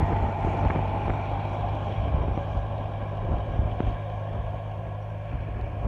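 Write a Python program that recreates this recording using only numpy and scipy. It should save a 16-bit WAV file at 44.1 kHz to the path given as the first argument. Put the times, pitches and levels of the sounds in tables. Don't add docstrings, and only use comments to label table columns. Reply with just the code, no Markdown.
import sys
import numpy as np
from scipy import signal
from scipy.fft import rfft, irfft
from scipy.io import wavfile
from scipy.ndimage import uniform_filter1d

SR = 44100
rng = np.random.default_rng(int(sys.argv[2]) if len(sys.argv) > 2 else 0)


def gain_from_decibels(decibels):
    exponent = np.asarray(decibels, float) / 20
    return 10 ** exponent


def output_pcm(signal):
    pcm = np.clip(np.atleast_2d(signal).T, -1, 1) * 32767
    wavfile.write(sys.argv[1], SR, np.round(pcm).astype(np.int16))


N = 258867

# frequency_hz [Hz], density_db [dB per Hz]
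RUMBLE_SPECTRUM = [(20, -16), (35, 9), (52, 6), (75, 2), (110, -4.5), (160, -10), (300, -48)]
FLUTTER_SPECTRUM = [(90, -1), (150, 1), (250, 0), (400, -2), (550, -7.5), (1200, -14.5), (3000, -43.5)]
# frequency_hz [Hz], density_db [dB per Hz]
HISS_SPECTRUM = [(3000, -17), (4000, -9), (6000, -13), (8000, -13), (10000, -13), (10500, -20),
                 (11200, -14), (15700, -20.5)]
# centre_s [s], peak_db [dB], half_length_s [s]
GUSTS = [(.05, -33, 0.034), (.12, -20.5, 0.024), (.24, -24, 0.056), (.48, -21.5, 0.031), (.65, -23, 0.034),
         (.79, -29, .12), (1.08, -27, 0.043), (1.39, -31, 0.055), (1.68, -34, 0.049), (1.89, -27.5, 0.034),
         (2.13, -26, 0.14), (2.3, -28.5, .04), (2.5, -32.5, 0.56), (3.04, -34, .03), (3.31, -26.5, 0.091),
         (3.61, -27.5, 0.1), (3.72, -43, 0.013), (3.87, -31, .07), (4.35, -29.5, 0.037),
         (4.54, -38.5, 0.017), (4.86, -36, 0.06), (5.35, -30.5, 0.041), (5.56, -30.5, 0.11),
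         (5.76, -33, .1), (5.87, -27.5, 0.049)]
# start_s [s], peak_db [dB], sharpness_hz [Hz], direction [+1 push, -1 pull]
POPS = [(.003, -14.5, 130.4, 1), (0.028, -14.5, 81, 1), (0.124, -20, 65, 1), (0.222, -22, 65.5, -1),
        (.448, -15, 261, 1), (0.651, -18, 450, 1), (0.658, -14, 90.5, 1), (0.7015, -15.5, 400, 1),
        (0.7598, -12.5, 360, 1), (0.7915, -19, 395, -1), (1.081, -19, 443, 1), (1.0978, -14.5, 420, -1),
        (1.104, -21, 500, 1), (2.034, -22.5, 75, 1), (2.144, -15, 70.4, -1), (2.279, -27, 200, 1),
        (2.2823, -17, 150, 1), (2.376, -16.5, 300, -1), (3.025, -23, 303, 1), (3.319, -20.5, 250, -1),
        (3.329, -24, 201, 1), (3.338, -17, 49, 1), (3.591, -13, 55.5, -1), (3.721, -22.5, 64, 1),
        (3.8044, -10.5, 287, -1), (3.831, -31, 300, 1), (3.838, -20.5, 70, 1), (3.875, -19.5, 70, 1),
        (5.329, -26, 275, 1), (5.335, -21.5, 55, 1)]
# centre_s [s], peak_db [dB], half_length_s [s]
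CRACKLES = [
    (.655, -52, 0.012),
    (.68, -45, .008),
    (.708, -37, 0.0081),
    (.765, -49, .012),
    (.8, -56, 0.0075),
    (1.082, -48, 0.005),
    (1.102, -46, 0.003),
]

# time_s [s], level_db [dB]
LEAVING = [(0.0, -29), (0.36, -32), (0.5, -30), (0.85, -31.5), (1.5, -33.5), (3.02, -37.5), (3.45, -37),
           (4.45, -38.5), (4.74, -40), (5.48, -43.5), (5.72, -42), (5.87, -38)]
# mean_level_db [dB], share of the LEAVING curve [ratio]
EXHAUST_FALL = (-30.5, 0.39)
BODY_FALL = (-38, 0.85)
CLATTER_FALL = (-51.5, 1)
TINES_FALL = (-78.5, 0.87)
TYRES_FALL = (-45.5, 1.51)
# time_s [s], delay_ms [ms]
SOIL_ECHO = [(0, 0.47), (.6, 0.46), (1.15, 0.47), (1.8, 0.57), (4, 0.6), (5.87, 0.65)]

# pitch_hz [Hz], width_hz [Hz], near_db, a third of the way_db, far_db [dB]
TINE_MODES = [(4960, 310, -5, -5, -6), (5700, 200, -6, 0.5, -7.5), (6140, 480, -6, -3.5, -1.5),
              (6780, 550, -3, -7.5, -6), (8260, 880, -9, -10.5, -12), (9300, 770, -13.5, -12, -11),
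              (11400, 1700, -15, -17.5, -19)]
# centre_s [s], peak_db [dB over steady scrape], half_length_s [s]
CLODS = [(.08, -2, 0.028), (.52, 4.5, 0.13), (1.05, 0.5, 0.066), (1.52, 5, 0.044), (1.88, 4.5, .1),
         (2.52, 2.5, 0.16), (3.86, 0.5, .12), (4.17, -4, .03), (5.02, 3, .02), (5.1, 2, .02),
         (5.82, 0.5, .04)]
# start_s [s], peak_db [dB]
STONES = [
    (0.8786, -50),
    (1.7499, -49.5),
    (2.3223, -58),
    (2.5716, -49),
    (5.61, -49),
]
# centre_s [s], pitch_hz [Hz], level_db [dB], half_length_s [s]
SQUEAKS = [(1.13, 7500, -75, 0.032), (1.83, 7420, -81, .04), (2.59, 7750, -81, .01), (3.18, 5770, -78, .02),
           (3.25, 6410, -79, .02), (3.32, 6410, -82., 0.043), (3.46, 6420, -76, .015),
           (3.612, 6600, -82, .02), (4.154, 5660, -83, .02), (5.027, 5690, -75, .02),
           (5.112, 5620, -78., .02), (5.33, 5780, -81., .03), (5.43, 5700, -78, 0.018),
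           (5.818, 5700, -78., 0.014)]
# centre_s [s], peak_db [dB over steady clatter], half_length_s [s]
JOLTS = [
    (1.25, -3, .15),
    (1.92, -0.5, 0.059),
    (3.87, 0, 0.1),
    (5.42, 4.5, 0.21),
    (5.68, 0, 0.082),
]

# time_s [s], firings_per_s [Hz]
FIRING_RATE = [(0, 49.2), (.8, 49.2), (1.1, 50.2), (1.5, 50.9), (2.1, 51.1), (2.6, 51.5), (3.1, 51.2),
               (3.8, 51.9), (4.3, 51.9), (5.87, 52.05)]
# time_s [s], tooth_meshes_per_s [Hz]
MESH_RATE = [(0, 528), (1.1, 530), (1.5, 542), (2.3, 538), (2.7, 544), (3.05, 537), (3.9, 548), (4.5, 551),
             (4.95, 553), (5.87, 548)]
CYLINDER_DB = [-6, -11, -9, -11]
# multiple of firing rate [ratio], level_db [dB]
EXHAUST_ORDERS = [(1, -9.5), (2, -1.5), (3, -10.5), (4, -26), (5, -39.5), (6, -30)]
PUMP_ORDERS = [(11, -19), (12, -20), (13, -17), (13.5, -18), (14, -12), (15, -18.5)]
# multiple of mesh rate [ratio], level_db [dB]
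GEAR_ORDERS = [(1, -27.5), (2, -16.5), (3, -24)]
# pitch_hz [Hz], width_hz [Hz], near_db, a third of the way_db, far_db
# [dB]
BLOCK_MODES = [(570, 96, -10.5, -0.5, 2), (703.2, 56, 1.5, 0.5, 1.5), (739, 57, -9.5, -2.5, -0.5),
               (798, 63, 10.5, 3.5, -15), (905.6, 57, 12, -3.5, -7.5), (927.3, 24, 7.5, -15, -7),
               (997.5, 54, 3.5, -3, -8.5), (1110, 91, -12, -7.5, -24.5)]
CLATTER_MODES = [(1387, 180, 5.5, -9.5, -6), (1627, 99, -14.5, -5.5, -2.5), (1824, 274, 2.5, -13, -7),
                 (2344, 200, -4.5, 0.5, 5), (2820, 560, -1.5, -2.5, -9), (3322, 353, -4, -11, -10),
                 (3720, 190, -21, -17, -16.5)]
INJECTOR_MODES = [(4105, 300, 0.5, -1.5, -9), (4510, 240, -7.5, -4, -12.5), (5320, 180, -5, -6, -12.5),
                  (7500, 130, -12, -13.5, -26.5)]


def rms_one(x):
    return x / np.sqrt(np.mean(x ** 2) + 1e-20)


def evened(x):
    return x / np.sqrt(uniform_filter1d(x ** 2, size=SR // 2) + 1e-20)


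def in_time(rows):
    s, *columns = np.transpose(rows)
    return [np.interp(np.arange(N) / SR, s, column) for column in columns]


def drift(rate):
    r = np.exp(-80 * np.pi * rate / SR)
    noise = rng.standard_normal(N // 40 + 2002)
    slow = signal.lfilter([1], [1, -2 * r, r * r], noise)[2000:]
    return np.interp(np.arange(N) / 40, np.arange(len(slow)), rms_one(slow - slow.mean()))


def swells(rows):
    t = np.arange(0, N + 40, 40) / SR
    power = sum(gain_from_decibels(db) ** 2 * np.exp(-((t - s) / length) ** 2) for s, db, length in rows)
    return np.interp(np.arange(N) / SR, t, np.sqrt(power))


def coloured(spectrum):
    hz, db = np.transpose(spectrum)
    grid = np.arange(N // 2 + 1) * SR / N + 1
    gain = gain_from_decibels(np.interp(np.log(grid), np.log(hz), db, left=-90, right=-90))
    return rms_one(irfft(rfft(rng.standard_normal(N)) * gain, N))


def resonate(x, hz, width_hz):
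    r = np.exp(-np.pi * width_hz / SR)
    poles = [1, -2 * r * np.cos(2 * np.pi * hz / SR), r * r]
    return signal.lfilter([(1 - r * r) / 2, 0, (r * r - 1) / 2], poles, x)


def body(drive, modes, patchy_db, patch_rate):
    distance, out = np.linspace(0, 2, N), 0
    for k, (hz, width_hz, *levels_db) in enumerate(modes):
        ring = resonate(drive, hz, 1.52 * width_hz)
        ring = resonate(ring, hz, 1.52 * width_hz) / np.sqrt(width_hz)
        waver_db = patchy_db * (drift(patch_rate) + 1.1 * drift(16))
        gain = gain_from_decibels(np.interp(distance, [0, .7, 2], levels_db) + waver_db)
        out = out + (-1) ** k * ring * gain
    return out


def receding(mean_db, share):
    level_db, = in_time(LEAVING)
    return gain_from_decibels(mean_db + share * (level_db - level_db.mean()))


def over_soil(x):
    lag = in_time(SOIL_ECHO)[0] * SR / 1000
    echo = np.interp(np.arange(N) - lag, np.arange(N), x)
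    return evened(x + 0.4 * echo)


def wind_pop(sharp_hz):
    push = 2 * np.pi * sharp_hz * np.arange(SR // 12) / SR
    rebound = signal.cheby1(2, 3., 12.0 + 0.24 * sharp_hz, "high", fs=SR)
    pop = signal.lfilter(*rebound, push ** 1.1 * np.exp(-1.3 * push))
    pop = signal.lfilter(*signal.butter(3, 3000, fs=SR), pop)
    return pop / pop.max()


def wind():
    calm_db, flutter_below_db = -39, -13.5
    gust = swells(GUSTS)
    rumble_gain = np.hypot(gust, gain_from_decibels(calm_db)) * gain_from_decibels(-3.0 + 2.3 * drift(7.8))
    flutter_gain = np.hypot(gust * gain_from_decibels(flutter_below_db), receding(*TYRES_FALL))
    flutter_gain *= gain_from_decibels(1.0 + 2.12 * drift(26))
    out = rumble_gain * coloured(RUMBLE_SPECTRUM) + flutter_gain * coloured(FLUTTER_SPECTRUM)
    for s, db, sharp_hz, sign in POPS:
        pop = wind_pop(sharp_hz)
        at = round(s * SR)
        begun = max(-at, 0)
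        out[at + begun:at + len(pop)] += np.sign(sign) * gain_from_decibels(db) * pop[begun:]
    return out


def crackle():
    ticks_per_s, low_hz, high_hz = 300, 910, 2330
    ticks = rng.standard_normal(N) * (rng.random(N) < ticks_per_s / SR)
    band = signal.butter(5, [low_hz, high_hz], "band", fs=SR, output="sos")
    return swells(CRACKLES) * rms_one(signal.sosfilt(band, ticks))


def microphone_hiss():
    return gain_from_decibels(-79.5) * coloured(HISS_SPECTRUM)


def tine_scrape():
    sizes = gain_from_decibels(2.1 * np.minimum(rng.exponential(1, N), 5)) * rng.choice([-1, 1], N)
    grains_per_s = 5000. * gain_from_decibels(1.6 * drift(14))
    grains = sizes * (rng.random(N) < grains_per_s / SR)
    ring = evened(body(grains, TINE_MODES, patchy_db=2.0, patch_rate=2.2))
    return receding(*TINES_FALL) * np.hypot(1, swells(CLODS)) * ring


def bearing_squeaks():
    t, out = np.arange(N) / SR, np.zeros(N)
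    for s, hz, db, length in SQUEAKS:
        swell = np.exp(-((t - s) / length) ** 2)
        out += gain_from_decibels(db + 1.5 * drift(60)) * swell * np.sin(2 * np.pi * hz * t)
    return out


def stone_clicks():
    clicks = np.full(N, 1e-18)
    for s, db in STONES:
        clicks[round((s + .003) * SR)] = gain_from_decibels(db + 24.5)
    return resonate(clicks, 3900, 600)


def seed_drill():
    return tine_scrape() + bearing_squeaks() + stone_clicks()


def knocks(turns, decay, knock_db, spread_db, blow):
    fired = turns.astype(int)
    own_db = spread_db * np.clip(rng.standard_normal(fired[-1] + 1), -2, 1.4)
    strength = gain_from_decibels(knock_db + np.array(CYLINDER_DB)[fired % 4] + own_db[fired])
    fade = np.exp(-(turns - fired) / decay)
    burst = rng.standard_normal(N) * (1 + strength * fade)
    return burst + blow * strength * np.diff(fired, prepend=0)


def tones(turns, orders, waver_db, wander):
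    out = 0
    for k, db in orders:
        gain = np.sqrt(2) * gain_from_decibels(db + waver_db * drift(20.4))
        out = out + gain * np.sin(2 * np.pi * k * turns + wander * drift(5.36))
    return out


def exhaust_drone(turns):
    drone = tones(turns, EXHAUST_ORDERS, waver_db=0.84, wander=0.62)
    return receding(*EXHAUST_FALL) * gain_from_decibels(-3.0) * drone


def block_knock(turns):
    drive = knocks(turns, decay=0.47, knock_db=3.5, spread_db=1.5, blow=16.0)
    return over_soil(body(drive, BLOCK_MODES, patchy_db=0.1, patch_rate=1.0))


def pump_and_gear_whine(turns, meshes):
    pump = tones(turns, PUMP_ORDERS, waver_db=5.5, wander=1.0)
    gearbox_db = np.interp(turns / turns[-1], [0, .4, 1], [-11., -2., 2.])
    return pump + gain_from_decibels(gearbox_db) * tones(meshes, GEAR_ORDERS, waver_db=0.5, wander=0.9)


def upper_clatter(turns):
    drive = knocks(turns, decay=0.36, knock_db=-1.5, spread_db=3.5, blow=15.0)
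    return over_soil(body(drive, CLATTER_MODES, patchy_db=1.27, patch_rate=0.24))


def injector_tick(turns):
    drive = knocks(turns + 0.036, decay=0.18, knock_db=10.5, spread_db=5.0, blow=7.3)
    return evened(body(drive, INJECTOR_MODES, patchy_db=0.9, patch_rate=4.2))


def tractor():
    turns = np.cumsum(in_time(FIRING_RATE)[0]) / SR
    meshes = np.cumsum(in_time(MESH_RATE)[0]) / SR
    engine = receding(*BODY_FALL) * (block_knock(turns) + pump_and_gear_whine(turns, meshes))
    clatter = upper_clatter(turns) + gain_from_decibels(-24.5) * injector_tick(turns)
    clatter *= receding(*CLATTER_FALL) * np.hypot(1, swells(JOLTS))
    return exhaust_drone(turns) + engine + clatter


def scene():
    return (wind() + crackle() + microphone_hiss() + seed_drill() + tractor())[None]


def top_cut(x):
    return signal.sosfilt(signal.butter(12, 15720, fs=SR, output="sos"), x)


def record(dry):
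    wind_cut = signal.cheby1(2, 2.5, 49.4, "high", fs=SR, output="sos")
    run_in = np.pad(dry, ((0, 0), (4000, 0)), "reflect")
    cut = signal.sosfilt(wind_cut, run_in)[:, 4000:]
    cut = cut * np.minimum(np.arange(N, 0, -1) / 90, 1)
    return top_cut(gain_from_decibels(2.5) * cut)


dry = scene()
out = record(dry)
output_pcm(out)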